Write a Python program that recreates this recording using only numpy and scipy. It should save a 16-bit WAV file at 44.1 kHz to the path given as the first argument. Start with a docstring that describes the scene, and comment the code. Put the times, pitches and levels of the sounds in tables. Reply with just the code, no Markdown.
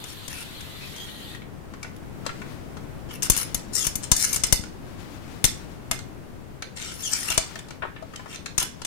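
"""In a garage, a ramrod is pushed down a gun barrel, drawn out and fed in again.
Air hisses and faintly whistles on the first push: coloured noise and one sinking tone.
The rod clinks (ringing modes and a crack), scrapes (noise through those modes), squeaks and knocks.
Left is a close clip-on microphone that thumps and clips at hard strikes and hears the sleeves;
right is a microphone about a metre farther off: later, recoloured and without the thumps."""
import sys
import numpy as np
from scipy import signal
from scipy.fft import rfft, irfft, next_fast_len
from scipy.io import wavfile
from scipy.ndimage import uniform_filter1d

SR = 44100
rng = np.random.default_rng(int(sys.argv[2]) if len(sys.argv) > 2 else 0)


def wrap_up_sound(samples):
    """Save the sound to the file named by the first command line argument, as 16-bit audio."""
    columns = np.atleast_2d(samples).T
    # keep every value between -1 and 1, then stretch to whole-number steps
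    tamed = np.clip(columns, -1, 1)
    steps = np.round(tamed * 32767).astype(np.int16)
    wavfile.write(sys.argv[1], SR, steps)


N = 390751
T = np.arange(N) / SR
HIT_T = T[:6000]  # time axis of one short blow
FFT_SIZE = next_fast_len(N, real=True)

# The rod strikes the bore. Each row: start in seconds, strength in dB before the mix,
# middle against treble in dB, top against treble in dB.
STRIKES = [(0.0397, -29.5, -3.5, -5), (0.2793, -25, -6, -4.5), (0.608, -33.5, -2, -6), (1.964, -46, -1, 3),
           (3.2224, -16.5, -9.5, -12.5), (3.2298, -14, -19, -3.5), (3.253, -23, -21.5, -3),
           (3.299, -3, -12.5, 0), (3.3185, -16, -11, -19), (3.365, -17.5, -8, 2), (3.3744, -15, -17, 0.5),
           (3.5454, -13, -11, -0.5), (3.8674, -11, -11.5, -1.5), (3.955, -15.5, -12, 0.5),
           (4.116, -0.5, -11, -7.5), (4.1283, -15.5, -18.5, -23), (4.1646, -12, -28, -5.5),
           (4.329, -12, -26, -1.5), (4.343, -18, -13, 1.5), (4.36, -12, -15, -7), (4.4358, -7, -12, -10),
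           (4.447, -21.5, -11.5, -17), (4.4684, -30, -8, 6), (4.5248, -3, -9, -2),
           (5.4417, -8.5, -3.5, 2.5), (5.4493, -4.5, -15, -7), (5.9124, -12.5, -4, -3),
           (7.3013, -13.5, -9, -7), (7.3765, -5, -8.5, -11), (7.5895, -31.5, -2, -9),
           (8.5789, -7.5, -11.5, -7.5), (8.5998, -15.5, -26.5, -8), (8.6272, -19.5, -5.5, 2),
           (8.8487, -18.5, -7, -9.5)]
# Bending modes of the rod. Each row: pitch in Hz, relative level in dB,
# 60 dB decay in seconds before the blow's length scales it.
ROD_MODES = [(975, -15, 0.071), (1500, -14, 0.025), (1610, -8.5, 0.0062), (2107, -15.5, 0.067),
             (2936, -6.5, 0.029), (3554, -1.5, 0.048), (5214, -8, 0.074), (5450, -12.5, 0.023),
             (6210, 3, 0.051), (7140, 3.5, 0.045), (8210, -0.5, 0.049), (8710, 5.5, 0.028),
             (9524, 10.5, 0.043), (10640, 1, 0.055), (12050, 4.5, 0.019), (12880, -11.5, 0.018),
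             (13870, -23, 0.02), (15270, -27, 0.026)]


def amp(db):
    """Decibels to gain."""
    return 10 ** (np.asarray(db) / 20)


def unit(x):
    """Scales to rms 1."""
    return x / np.sqrt(np.mean(x ** 2) + 1e-20)


def read(points, hz):
    """Joins (Hz, value) points on a log-frequency axis."""
    f, value = np.transpose(points)
    return np.interp(np.log(hz + 1), np.log(f + 1), value)


def level(curve):
    """Gain over time from (seconds, dB) points."""
    return amp(np.interp(T, *np.transpose(curve)))


def add(mix, start, sound):
    """Mixes a sound in at a time in seconds, or at zero if that is negative."""
    part = mix[max(round(start * SR), 0):][:len(sound)]
    part += sound[:len(part)]


def colour(x, spectrum):
    """Filters a sound by a spectrum of (Hz, dB) points."""
    gain = amp(read(spectrum, np.fft.rfftfreq(FFT_SIZE, 1 / SR)))
    return irfft(rfft(x, FFT_SIZE) * gain, FFT_SIZE)[:N]


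def noise(spectrum):
    """Steady noise of a given colour, rms 1."""
    return unit(colour(rng.standard_normal(N), spectrum))


def wander(hz):
    """A random line of rms 1 that heads for a new value hz times a second."""
    return unit(np.interp(T * hz, np.arange(N), rng.standard_normal(N)))


def band(x, lo, hi, order=2):
    """Band-pass from lo to hi Hz."""
    edges = np.clip([lo, hi], 10, .49 * SR)
    return signal.sosfilt(signal.butter(order, edges, "band", fs=SR, output="sos"), x)


def registers(x):
    """The middle, the treble and the top of a sound."""
    return band(x, 120, 3600, order=4), band(x, 3900, 8900, order=6), band(x, 9200, 19000, order=6)


def shifting(x, depth_db):
    """Patches of colour, a few hundred Hz wide, come and go in tens of milliseconds."""
    z = signal.stft(x, SR, nperseg=512, noverlap=384)[2]
    patches = uniform_filter1d(rng.standard_normal(z.shape), size=3, axis=0)  # across pitch
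    patches = unit(uniform_filter1d(patches, size=14, axis=1))  # along time
    return signal.istft(z * amp(depth_db * patches), SR, nperseg=512, noverlap=384)[1][:N]


def gesture(start, end, rise_s, release_s):
    """A movement gathers speed, holds, and dies away after its end."""
    rise = np.clip((T - start) / max(rise_s, .001), 0, 1)
    return rise * np.exp(-np.maximum(T - end, 0) / max(release_s, .001))


def glide(start, end, first_hz, last_hz, blur, jitter_hz=900):
    """Phase of a rough, gliding tone, and the arch of its level."""
    n = max(round((end - start) * SR), 500)
    rate = np.geomspace(first_hz, last_hz, n) * (1 + blur * wander(jitter_hz)[:n])
    return 2 * np.pi * np.cumsum(rate) / SR, np.hanning(n)


def struck(x):
    """Scales a blow so that its first milliseconds peak near 1."""
    return x / (3 * np.sqrt(np.sum(x[:900] ** 2) / 300))


def squareness(middle, top, middle_share=0.44, top_share=0.663):
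    """In dB: a square blow is strong over the whole range, a glancing one only wakes the treble."""
    return middle_share * middle + top_share * top


def rumble(close_db=11, far_db=5):
    """The garage's steady rumble: slowly swelling noise, with its own colour at each microphone."""
    # Each row: time in seconds, level in dB before the microphone's gain.
    swell_points = [(0.0, -51.5), (1.85, -48.5), (2.34, -46), (3.48, -47), (6.07, -48), (6.54, -50),
                    (8.86, -51.5)]
    close_floor = [(20, -13.5), (60, -3), (130, -2), (300, -9.5), (500, -15.5), (1000, -23), (2000, -29.5),
                   (4000, -39.5), (8000, -40.5), (16000, -44.5)]
    # Rumble at the farther microphone. Each row: frequency in Hz, relative level in dB.
    far_floor = [(20, 10.5), (80, -20), (160, 1.5), (280, 5), (500, -2.5), (1000, -8), (2000, -15),
                 (4000, -23.5), (8000, -30), (16000, -33)]
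    swell = level(swell_points)
    close = amp(close_db) * swell * noise(close_floor)
    far = amp(far_db) * swell * noise(far_floor)
    return np.array([close, far])


def escaping_air(close_db=-44.5, far_db=-44.0, stop_s=1.34, release_s=0.039):
    """Air leaves the breech until the first push ends: turbulent noise, of shifting colour close up."""
    # Hiss of the breech. Each row: frequency in Hz, relative level in dB.
    air_colour = [(150, -34), (600, -12), (1000, -7), (1600, -6.5), (2200, -6.5), (2700, -4.5), (3300, 1),
                  (4300, -0.5), (5200, -14.5), (8000, -12.5), (10500, -12.5), (13200, -12.5), (14500, -17),
                  (16000, -25)]
    flow = gesture(0, stop_s, 0, release_s)
    close = amp(close_db) * flow * shifting(noise(air_colour), 4.6)
    far = amp(far_db) * flow * noise(air_colour)
    return np.array([close, far])


def sleeves(trim_db=2, rest_db=-64.5, rise_s=0.24, release_s=0.11):
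    """Cloth rubs as the arms move: unsteady noise that swells with each movement."""
    # Each row: start in seconds, end in seconds, level in dB before the trims.
    arm_moves = [(0, 0.9, -54.5), (2.195, 2.542, -49.5), (3.2, 4.5, -50.5), (4.814, 5.633, -49.5),
                 (6.998, 7.516, -43), (7.997, 8.86, -57.5)]
    arms = amp(rest_db)
    for start, end, db in arm_moves:
        arms = arms + amp(db - 1.0) * gesture(start, end, rise_s, release_s)
    cloth = noise([(200, -26.5), (900, 0.0), (2200, -4.0), (5000, -9.0), (15000, -21.5)])
    return amp(trim_db) * arms * cloth * amp(2 * wander(25))


def whistle(blur=0.032):
    """One thin, slowly sinking, slightly rough tone of the first push."""
    # One row: start in seconds (negative counts as zero), end in seconds, first pitch in Hz,
    # last pitch in Hz, level in dB before the mix. End minus start is the length.
    sinking_tone = (-0.1, 1.7, 2159, 1787.5, -53.5)
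    out = np.zeros(N)
    start, end, first_hz, last_hz, db = sinking_tone
    turns, arch = glide(start, end, first_hz, last_hz, blur)
    add(out, start, amp(db) * arch * np.sin(turns))
    return out


def rod_ring(length):
    """The rod's decaying modes after one contact; random weights stand for the place of contact."""
    hz, db, t60 = np.transpose(ROD_MODES)[:, :, None]
    weight, phase, grip = rng.standard_normal((3, len(ROD_MODES), 1))
    db = db + 2.5 * weight
    hz = hz * (1 + .007 * grip)
    fade = amp(db - 60 * HIT_T / (t60 * max(length, .2)))
    ring = (fade * np.sin(2 * np.pi * (hz * HIT_T + phase))).sum(0)
    return ring / np.linalg.norm(ring)


def clinks(chatter_s=0.0026, crack_t60=0.028, crack_db=-4):
    """A strike is a few milliseconds of crack plus the rod, which rings longer after a glancing blow."""
    # Noise of the crack. Each row: frequency in Hz, relative level in dB.
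    crack_colour = [(60, -20.5), (250, -1.5), (600, -1.5), (1500, -7), (4000, -10.5), (7000, 2.5),
                    (11000, 8.5), (14000, -1), (16000, -14)]
    out, cracks, t = np.zeros(N), noise(crack_colour), HIT_T
    attack = 1 - 0.37 * np.exp(-t / 0.00083)
    for s, db, middle, top in STRIKES:
        length = np.clip(0.3 - 0.12 * squareness(middle, top), .3, .9)
        crack_fade = amp(-60 * np.maximum(t - chatter_s, 0) / (crack_t60 * length))
        crack = np.roll(cracks, -round(s * SR))[:len(t)] * crack_fade
        blow = attack * (unit(rod_ring(length)) + amp(crack_db) * unit(crack))
        gains = amp([middle + 3, 2.0, top + 2])
        add(out, s, amp(db) * sum(gain * struck(part) for gain, part in zip(gains, registers(blow))))
    return out


def thumps(growth=1.5, start_hz=260, end_hz=26, sag_s=0.0036, thump_db=3):
    """A square strike throws the close microphone off balance; it swings back ever more slowly."""
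    # The hand lets go of the muzzle. One row: time in seconds, level in dB.
    hand_bump = (4.594, -15)
    out, t = np.zeros(N), HIT_T
    fade = (1 - np.exp(-t / .0012)) * np.exp(-t / .0135)
    rate = end_hz + start_hz * np.exp(-t / sag_s)  # Hz, sinking towards end_hz
    swing = -np.sin(2 * np.pi * np.cumsum(rate) / SR) * fade
    for s, db, middle, top in STRIKES:
        add(out, s, amp(growth * db + thump_db + squareness(middle, top)) * swing)
    bump_s, bump_db = hand_bump
    add(out, bump_s, amp(bump_db) * swing * np.exp(-t / 0.023))
    return out


def friction(ring_db=8, width_hz=150, grain_db=4, judder_db=2):
    """Tiny uneven slips feed the rod's modes; the moving contact favours now these, now those."""
    # Noise of the slips. Each row: frequency in Hz, relative level in dB.
    grit_colour = [(100, -35), (500, -25.5), (1000, -0.5), (2500, -2), (4500, -2.5), (6500, 4), (9500, 4),
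                   (13000, -12), (15000, -19.5), (16000, -27)]
    slips = noise(grit_colour) * amp(grain_db * wander(900) + judder_db * wander(90))
    hz = np.fft.rfftfreq(FFT_SIZE, 1 / SR)
    modes = 0
    for mode_hz, _, _ in ROD_MODES:
        width = width_hz * np.sqrt(mode_hz / 3000)
        modes = modes + 1 / (1 + (2 * (hz - mode_hz) / width) ** 2)
    boost = amp(ring_db * modes * (hz / 6000) ** 0.86)  # high modes stand out most
    ringing = irfft(rfft(slips, FFT_SIZE) * boost, FFT_SIZE)[:N]
    return shifting(ringing, 3.5)


def scrapes(release_s=0.0053):
    """Each stroke of the sliding rod opens the friction, with the colour of its own contact."""
    # Each row: start in seconds, end in seconds, rise in seconds, treble in dB before the mix,
    # middle against treble in dB, top against treble in dB.
    strokes = [(0.05, 0.132, 0.03, -46, -7, 0), (0.295, 0.429, 0.01, -43, -1, 2),
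               (0.79, 1.08, 0.04, -52.5, -3.5, -2.5), (3.087, 3.118, 0.0053, -46.5, 3.5, -16),
               (3.106, 3.159, 0.029, -44, -4, 2.5), (3.224, 3.265, 0.006, -31.5, -7, -3),
               (3.325, 3.357, 0.008, -32.5, -4, -5), (3.37, 3.432, 0.0054, -30.5, -4.5, 3.5),
               (3.724, 3.793, 0.038, -23, -17.5, -6), (3.787, 3.881, 0.01, -32, -9.5, 1),
               (4.025, 4.047, 0.02, -26.5, -9, -10), (4.142, 4.254, 0.045, -24, -14.5, -2),
               (4.255, 4.374, 0.02, -35, -7.5, 1.5), (6.755, 6.923, 0.02, -38.5, -2, -8),
               (6.917, 7.024, 0.01, -44.5, -4.5, 1.5), (7.008, 7.1, 0.04, -36, -9.5, 0),
               (7.098, 7.352, 0.01, -35.5, -5.5, -1.5), (7.103, 7.163, 0.027, -25.5, -13, -9),
               (7.303, 7.332, 0.008, -28, -2.5, -6), (8.269, 8.362, 0.095, -40, -1.5, -8),
               (8.579, 8.606, 0.006, -31, -3, 0), (8.6, 8.657, 0.01, -43, 2.5, 3.5)]
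    power = np.zeros((3, N))
    for start, end, rise_s, db, middle, top in strokes:
        gains = amp(db + np.array([middle, 0, top]))
        power += np.outer(gains ** 2, gesture(start, end, rise_s, release_s) ** 2)
    return sum(np.sqrt(p) * unit(part) for p, part in zip(power, registers(friction())))


def squeaks(blur=0.036, judder_db=2.5):
    """Slips of the sliding rod fall into a rough, broken rhythm with a gliding rate and overtones."""
    # Each row: start in seconds, end in seconds, first slip rate in Hz, last slip rate in Hz,
    # level in dB before the mix, brightness in dB per overtone.
    squeals = [(0.29, 0.448, 1239, 1370, -46.5, -7), (0.788, 0.884, 1238, 1310, -43, -5),
               (0.934, 1.08, 1530, 1694, -41, -5), (3.741, 3.886, 2040, 1432, -36, 3),
               (6.811, 6.968, 2300, 1614, -52, 2.5), (7.015, 7.105, 1924, 1306, -34, 2.5)]
    # Each row: multiple of the slip rate, level in dB before the brightness.
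    overtones = [(2, -0.5), (3, -7.5), (4, 2.5), (5, -11)]
    out = np.zeros(N)
    for start, end, first_hz, last_hz, db, bright in squeals:
        turns, arch = glide(start, end, first_hz, last_hz, blur)
        tone = 0
        for i, (multiple, over_db) in enumerate(overtones):
            tone = tone + amp(over_db + bright * i) * np.sin(multiple * turns)
        add(out, start, amp(db) * arch * tone)
    return out * amp(judder_db * wander(250))


def knocks(t60=0.061, ring_share=0.18, spread=2.39, tone=0.78):
    """Cushioned contacts: a short burst and a hollow tone at one pitch, with a little of the rod in it."""
    # Light knocks of rod, load and hand. Each row: start in seconds, level in dB before the mix,
    # centre in Hz, treble against middle in dB.
    light_knocks = [(1.347, -33.5, 1920, -8), (1.418, -39.5, 2210, -12), (1.736, -34, 1100, -11),
                    (1.829, -30, 2280, -0.5), (1.844, -31, 1490, -23), (2.252, -39, 1280, -6),
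                    (2.263, -21.5, 1100, -3.5), (2.291, -26, 1375, -20), (2.416, -31.5, 1480, -12),
                    (2.768, -33.5, 1006, -9), (4.636, -34.5, 1425, -2), (5.914, -27, 2110, -17),
                    (5.99, -39, 1410, 5), (6.622, -28, 1555, -1), (7.555, -30, 1795, -4),
                    (7.684, -42, 970, -1), (7.706, -34.5, 1490, -2.5), (7.821, -23.5, 1480, -26),
                    (7.831, -20.5, 1080, -34), (7.85, -24, 927, -32), (7.96, -35, 1775, -30),
                    (8.023, -36, 894, -13), (8.135, -34, 1190, -13), (8.159, -33.5, 3070, 3),
                    (8.194, -32, 1015, -30), (8.258, -32, 1094, -18), (8.459, -28.5, 1640, 0.5),
                    (8.614, -25.5, 1006, -15), (8.817, -32.5, 940, 0.5)]
    out, t = np.zeros(N), HIT_T
    for s, db, hz, treble in light_knocks:
        # a hard knock (much treble) is short, a cushioned one lasts up to the full length
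        length = np.clip(0.44 - 0.04 * treble, .3, 1)
        fade = (1 - np.exp(-t / 0.0011)) * amp(-60 * t / (t60 * length))
        burst = rng.standard_normal(len(t)) * fade
        body = burst + ring_share * signal.fftconvolve(burst, rod_ring(0.33))[:len(t)]
        thud = unit(band(body, hz / spread, hz * spread * 0.66, order=3))
        thud = thud + tone * unit(fade * np.sin(2 * np.pi * hz * t))
        tick = band(body, 3450, 8150)
        add(out, s, amp(db) * (struck(thud) + amp(treble) * struck(tick)))
    return out


def hollow(hz=650, t60=0.096):
    """One short, woody note of the barrel: a decaying sine with a soft start."""
    # Blows that wake it. Each row: time in seconds, level in dB before the mix.
    barrel_blows = [(5.913, -34), (7.303, -37.5), (7.377, -25), (7.556, -41), (7.826, -35), (8.023, -35)]
    out, t = np.zeros(N), HIT_T
    note = np.sin(2 * np.pi * hz * t) * amp(-60 * t / t60) * (1 - np.exp(-t / 0.0022))
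    for s, db in barrel_blows:
        add(out, s, amp(db) * note)
    return out


def garage(x, build_s=0.00057):
    """Sparse reflections of random sign and strength, each pitch range dying at its own rate."""
    # Reverberation of the garage. Each row: frequency in Hz, 60 dB decay in seconds.
    decay = [(150, 0.21), (600, 0.094), (1500, 0.34), (3000, 0.33), (5500, 0.33), (8000, 0.29),
             (15000, 0.16)]
    size = 32768
    reflections = rng.standard_normal(size) * (rng.random(size) < .15)
    reflections = reflections * (1 - np.exp(-(T[:size] / build_s) ** 2))
    hz, t, z = signal.stft(reflections, SR, nperseg=256)
    tail = signal.istft(z * amp(-60 * t / read(decay, hz)[:, None]), SR, nperseg=256)[1]
    return signal.fftconvolve(x, tail / np.linalg.norm(tail))[:N]


def scene():
    """The far microphone hears the rod later, from another side and with more of the room."""
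    # Colour of the farther microphone against the close one. Each row: frequency in Hz, gain in dB.
    far_colour = [(200, -10.5), (1000, -4.5), (2200, 4), (4000, 5.5), (8000, -7), (15000, -6.5)]
    # The rod's changing reach towards the farther microphone. Each row: time in seconds, gain in dB.
    rod_exposed = [(0, 0), (3.3, -0.5), (4.0, -3), (4.3, 1), (5.6, 0), (7.3, 0.5), (8.6, 2)]
    hits = clinks()
    taps = knocks() + hollow()
    rubs = scrapes() + squeaks() + whistle()
    # sideways, the barrel radiates more crack and less ring
    aside = unit(clinks(crack_db=5)) * hits.std()

    handling = amp(8.0) * taps + amp(3) * rubs
    close = amp(3.0) * hits + handling + amp(-8.5) * garage(aside + handling) + thumps()

    direct = amp(-32.0) * hits + amp(-1.5) * aside + amp(0.5) * taps + amp(-3.5) * rubs
    room = garage(amp(-5.5) * aside + amp(-2.0) * taps + amp(-5.5) * rubs)
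    far = colour(direct + room, far_colour) * level(rod_exposed)
    lag = round(.0022 * SR)  # extra path of the sound, 2.2 ms
    far = np.pad(far, (lag, 0))[:N]

    close = close + sleeves()
    return np.array([close, far]) + rumble() + escaping_air()


def record(dry):
    """Both channels clip at full scale; then a steep low-pass at 16 kHz."""
    low_pass = signal.firwin(255, 16000, window=("kaiser", 8), fs=SR)
    return signal.oaconvolve(np.clip(dry, -1, 1), low_pass[None], "same")


dry = scene()
out = record(dry)
wrap_up_sound(out)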